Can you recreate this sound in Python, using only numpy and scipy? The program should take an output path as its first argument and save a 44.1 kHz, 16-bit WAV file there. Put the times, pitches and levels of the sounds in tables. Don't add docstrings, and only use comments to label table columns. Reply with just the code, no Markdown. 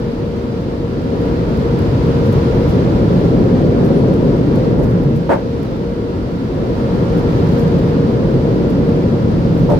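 import sys
import numpy as np
from scipy import signal
from scipy.fft import rfft, irfft, next_fast_len
from scipy.io import wavfile
from scipy.ndimage import uniform_filter1d, minimum_filter1d

SR = 44100
rng = np.random.default_rng(int(sys.argv[2]) if len(sys.argv) > 2 else 0)


def inscribe(sig):
    pcm = np.round(np.clip(np.atleast_2d(sig).T, -1, 1) * 32767)
    wavfile.write(sys.argv[1], SR, pcm.astype(np.int16))


N = 431738


def undb(db):
    return 10 ** (np.asarray(db) / 20)


def unit(x):
    return x / np.sqrt(np.mean(x ** 2))


def bins():
    return np.maximum(np.fft.rfftfreq(next_fast_len(N, True), 1 / SR), 1)


def along(points):
    hz, value = np.transpose(points)
    return np.interp(np.log(bins()), np.log(hz), value)


def shape(x, gain):
    size = next_fast_len(N, True)
    return irfft(rfft(x, size) * gain, size)[..., :N]


def below(hz, order=8):
    return 1 / np.sqrt(1 + (bins() / hz) ** (2 * order))


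def above(hz, order=8):
    return 1 / np.sqrt(1 + (hz / bins()) ** (2 * order))


def walk(rate_hz):
    hold = max(int(SR / rate_hz), 1)
    steps = np.repeat(rng.standard_normal(N // hold + 1), hold)
    slewed = uniform_filter1d(uniform_filter1d(steps, hold), hold)
    return unit(slewed[:N])


def steadied(x, span_s, share):
    power = uniform_filter1d(np.mean(x ** 2, axis=0), int(span_s * SR))
    return x * (power / power.mean()) ** (-share / 2)


RESPONSE = { "rumble": (-27.5, -27, -26.5, -44.5, -29, .55, 0),
            "lower boom": (-26.5, -21.5, -21.5, -25, -22, 1.02, 0.1),
            "upper boom": (-28, -25, -23.5, -18.5, -18.5, 0.9, 0.2),
            "roar": (-21.5, -21, -26, -14.5, -33.5, 0.32, 0.1), "gusts": (-39, -39, -36, -42, -49, 0.5, 0),
            "hiss": (-46.5, -48.5, -44.5, -55, -53, 0.44, -0.34),
            "hum": (-29.5, -32, -28.5, -28, -32, .5, -2)}
# begins_s, ends_s
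PASSES = [(.82, 5.02), (6.33, 10.5)]
# panel, middle_s, half_length_s, strength_db,
# tilt_db (from lower to upper boom; each sound takes its own share)
SWEEPS = [("windscreen", 2.43, .95, 0, -8.5), ("roof", 3.74, 0.91, .3, -.5),
          ("rear window", 4.96, 0.4, 0, -1), ("windscreen", 7.45, 0.54, -.6, 4.3), ("roof", 8.54, 1, -4, 0),
          ("rear window", 9.68, 0.29, 1.7, 1.5)]


def blast_level_db(sound, tilt_share=0):
    clear_db, under_db, windscreen_db, roof_db, rear_db, build_s, linger_s = RESPONSE[sound]
    panel_db = {"windscreen": windscreen_db, "roof": roof_db, "rear window": rear_db}
    release_s = 0.13
    t = np.arange(N) / SR
    blast = 0
    for begins_s, ends_s in PASSES:
        attack = np.clip((t - begins_s) / build_s, 0, 1)
        release = np.clip(1 - (t - ends_s - linger_s) / release_s, 0, 1)
        blast = blast + attack * release
    power = undb(under_db) ** 2
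    for panel, middle_s, half_length_s, strength_db, tilt_db in SWEEPS:
        swell = np.exp(-((t - middle_s) / half_length_s) ** 2)
        power = power + swell * undb(panel_db[panel] + strength_db + tilt_share * tilt_db) ** 2
    return 10 * np.log10(undb(clear_db) ** 2 + blast ** 2 * power)


# centre_hz, width_hz, left_db, right_db (lift on each side)
CABIN = [(124, 34, 4.5, 2), (180, 31, 3.5, 4.5), (199, 18.4, -5, -8), (271, 35, 0, 2), (234, 40, 2.5, -1),
         (412, 54, -0.5, -4.5), (537, 74, -1.5, 0.5), (902, 110, 2.5, 1), (973, 15, 4, 0),
         (1307, 200, 2.5, 2.5), (2100, 1830, -1, 4)]
# frequency_hz, correlation (no unit)
LIKENESS = [(50, 0.97), (140, .97), (220, 0.89), (400, 0.82), (520, 1), (640, 0.13), (900, 0.13),
            (1150, -0.39), (2000, 0.039), (4000, -0.032)]
# frequency_hz, balance_db
BALANCE = [(50, 2.5), (150, -1.5), (450, 3), (700, 2.5), (6500, 0.5), (8300, 5), (11500, 0), (15000, 4.5)]


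def cabin_noise(gain, lag_s=0.00024):
    common, opposed = rng.standard_normal((2, N))
    alike = np.clip(along(LIKENESS), -.995, .995)
    sides = np.array([[1], [-1]])
    pair = shape(common, np.sqrt(1 + alike)) + sides * shape(opposed, np.sqrt(1 - alike))
    colour_db = sides * along(BALANCE) / 2
    for centre_hz, width_hz, left_db, right_db in CABIN:
        peak = 1 / (1 + (2 * (bins() - centre_hz) / width_hz) ** 2)
        colour_db = colour_db + np.array([[left_db], [right_db]]) * peak
    lag_band = above(200, order=2) * below(750, order=4)
    lead = np.exp(1j * np.pi * sides * bins() * lag_s * lag_band)
    pair = shape(pair, gain * undb(colour_db) * lead)
    return pair / np.sqrt(np.mean(pair.mean(axis=0) ** 2))


def blowers(hum_db, neighbour_db=-10.5, far_db=-15, octave_db=-24):
    fan_hz, beat_hz = 468.3, 2.36
    t = np.arange(N) / SR
    near = np.cumsum(fan_hz + 0.6 * walk(6)) / SR
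    far = np.cumsum(fan_hz + 1.735 * walk(4)) / SR
    neighbour = near + beat_hz * t
    hum = 0
    for turns, db in [(near, 0), (neighbour, neighbour_db), (far, far_db)]:
        phase = 2 * np.pi * turns + np.array([[.25], [0]])
        hum = hum + undb(db) * (np.sin(phase) + undb(octave_db) * np.sin(2 * phase))
    side_db = np.array([[1.6], [-1.6]])
    return unit(hum) * undb(hum_db + 0.4 * walk(27) + side_db)


def squeak(middle_s=3.98, half_length_s=0.036, pitch_hz=10960, level_db=-55):
    t = np.arange(N) / SR - middle_s
    tone = np.sin(2 * np.pi * np.cumsum(pitch_hz + 25 * walk(60)) / SR)
    return undb(level_db) * np.exp(-(t / half_length_s) ** 2) * tone


# peak_s, level_db (relative), decay_s
SPLASHES = [(2.2553, -47, 0.025), (2.3196, -42, 0.025), (2.6903, -42, 0.023), (3.8494, -43, 0.025),
            (4.557, -47, 0.025), (4.8339, -45, 0.025), (4.8998, -50, 0.025), (5.1612, -48, 0.025),
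            (5.6331, -47, 0.025), (7.1801, -45, 0.025), (7.5168, -46, 0.025), (7.5887, -42, 0.025),
            (7.8794, -50, 0.025), (8.6991, -49, 0.025), (9.5766, -47, 0.025)]
# frequency_hz, gain_db
TICK = [(2000, -6), (4500, 6.5), (7000, 2), (8200, -3.5), (9900, -4), (10700, 4.5), (12000, 3), (14000, 0),
        (15500, -1.5)]


def drops(hiss_db, per_s=35, scatter=.8, splash_per_s=1300, tick_s=.0005):
    t = np.arange(N) / SR
    strength = np.exp(scatter * np.minimum(rng.standard_normal(N), 2))
    lone = (rng.random(N) < per_s / SR) * strength
    rise_s = .006
    spread = 0
    for peak_s, level_db, decay_s in SPLASHES:
        fall = np.maximum((peak_s - t) / rise_s, (t - peak_s) / decay_s)
        spread = spread + undb(level_db) * np.exp(-fall)
    cluster = unit((rng.random(N) < splash_per_s / SR) * rng.standard_normal(N))
    wetness_db = 1.3 * (hiss_db - np.mean(hiss_db)) + 2.5 * walk(9)
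    hits = unit(lone) * undb(wetness_db - 67) + cluster * spread * undb(-1.5)
    keep = np.exp(-2 / (tick_s * SR))
    bursts = np.sqrt(signal.lfilter([1 - keep], [1, -keep], hits ** 2 + 1e-18))
    return shape(bursts * rng.standard_normal((2, N)), undb(along(TICK)))


# start_s, level_db (before the envelope), length_s, corner_hz (brightness)
THUDS = [(4.554, -27.5, .012, 2600), (4.786, -18, 0.03, 520), (5.29, -9.5, .005, 1900),
         (5.298, -7, 0.026, 1790), (9.686, -12, 0.05, 680)]
# centre_hz, width_hz, level_db (relative)
THUD_MODES = [(280, 110, 5.5), (378, 95, 8.5), (562, 76, 13.5), (660, 87, 4.5), (896, 57, 9.5),
              (1030, 70, -5.5), (1250, 180, -7), (1510, 360, -8.5), (2070, 480, -24)]


def thuds(decay_s=0.027, crack_db=-37):
    power = 0
    for centre_hz, width_hz, level_db in THUD_MODES:
        power = power + undb(2 * level_db) / (1 + (2 * (bins() - centre_hz) / width_hz) ** 2)
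    ring = np.sqrt(power) * above(200, order=3)
    crack = undb(crack_db) * below(3600, order=1)
    out = 0
    for start_s, level_db, length_s, corner_hz in THUDS:
        t = np.arange(N) / SR - start_s
        attack = np.clip(t / .004, 0, 1)
        push = attack * np.exp(-np.maximum(t - length_s, 0) / decay_s)
        knocks = rng.standard_normal((2, N))
        crossed = knocks + 0.16 * knocks[::-1]
        panels = shape(crossed, ring * below(corner_hz, order=2) + crack)
        out = out + undb(level_db) * push * unit(steadied(panels, span_s=0.016, share=.8))
    return out


def reflections(depth_db=1.6, count=24):
    size = 2 ** 13
    echoes = np.zeros((2, size))
    for side in echoes:
        delays = rng.integers(SR // 500, SR // 40, count)
        side[delays] = rng.standard_normal(count)
    echo_hz = np.fft.rfftfreq(size, 1 / SR)
    ripple = [np.interp(bins(), echo_hz, unit(rfft(side).real)) for side in echoes]
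    return undb(depth_db * np.array(ripple))


# frequency_hz, gain_db
RUSH = [(350, -31), (600, -2.5), (798, -11.5), (927, -8.5), (1110, -11.5), (1360, -14.5), (2370, -23),
        (4750, -26.5), (7740, -42), (10000, -46.5), (11800, -44), (15500, -51.5)]


def rush(gust_db, hiss_db):
    colour = undb(along(RUSH)) * reflections()
    gusty = cabin_noise(colour * above(637) * below(2120, order=3)) * undb(.5 * walk(25))
    hiss = cabin_noise(colour * above(2245, order=3)) * undb(0.3 * walk(14))
    return gusty * undb(gust_db) + hiss * undb(hiss_db)


# frequency_hz, gain_db
BODY = [(13, -41.5), (22, -26.5), (40, -5), (80, -4.5), (122, 4), (167, 3.5), (201, 0), (240, -4.5),
        (320, -8), (407, -7.5), (466, -9), (502, -10.5), (549, -11.5), (620, -20), (800, -27.5),
        (1040, -53.5), (1760, -120)]


def buffeting(rumble_db, lower_db, upper_db, roar_db):
    body = undb(along(BODY))
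    rumble = steadied(cabin_noise(body * below(89)), span_s=0.5, share=1.0)
    lower = steadied(cabin_noise(body * above(84) * below(144.6)), span_s=.16, share=.7)
    upper = steadied(cabin_noise(body * above(148.5) * below(194)), span_s=.16, share=0.96)
    roar = steadied(cabin_noise(body * above(207.2) * below(874)), span_s=0.12, share=0.56)
    flutter = undb(.5 * walk(35))
    booms = lower * undb(lower_db) + upper * undb(upper_db)
    return rumble * undb(rumble_db) + booms + roar * flutter * undb(roar_db)


def scene():
    hiss_db = blast_level_db("hiss")
    rumble_db = blast_level_db("rumble", -.5)
    lower_db = blast_level_db("lower boom", -0.052)
    upper_db = blast_level_db("upper boom", 0.79)
    body = buffeting(rumble_db, lower_db, upper_db, blast_level_db("roar"))
    air = rush(blast_level_db("gusts"), hiss_db)
    hum = blowers(blast_level_db("hum"))
    return hum + squeak() + drops(hiss_db) + thuds() + air + body


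def record(dry):
    ceiling, span, top_hz = .93, SR // 80, 15700
    room = np.minimum(1, ceiling / (np.abs(dry).max(axis=0) + 1e-9))
    gain = uniform_filter1d(minimum_filter1d(room, span), span)
    low_pass = signal.ellip(10, .1, 80, top_hz, fs=SR, output="sos")
    return signal.sosfilt(low_pass, dry * gain)


dry = scene()
out = record(dry)
inscribe(out)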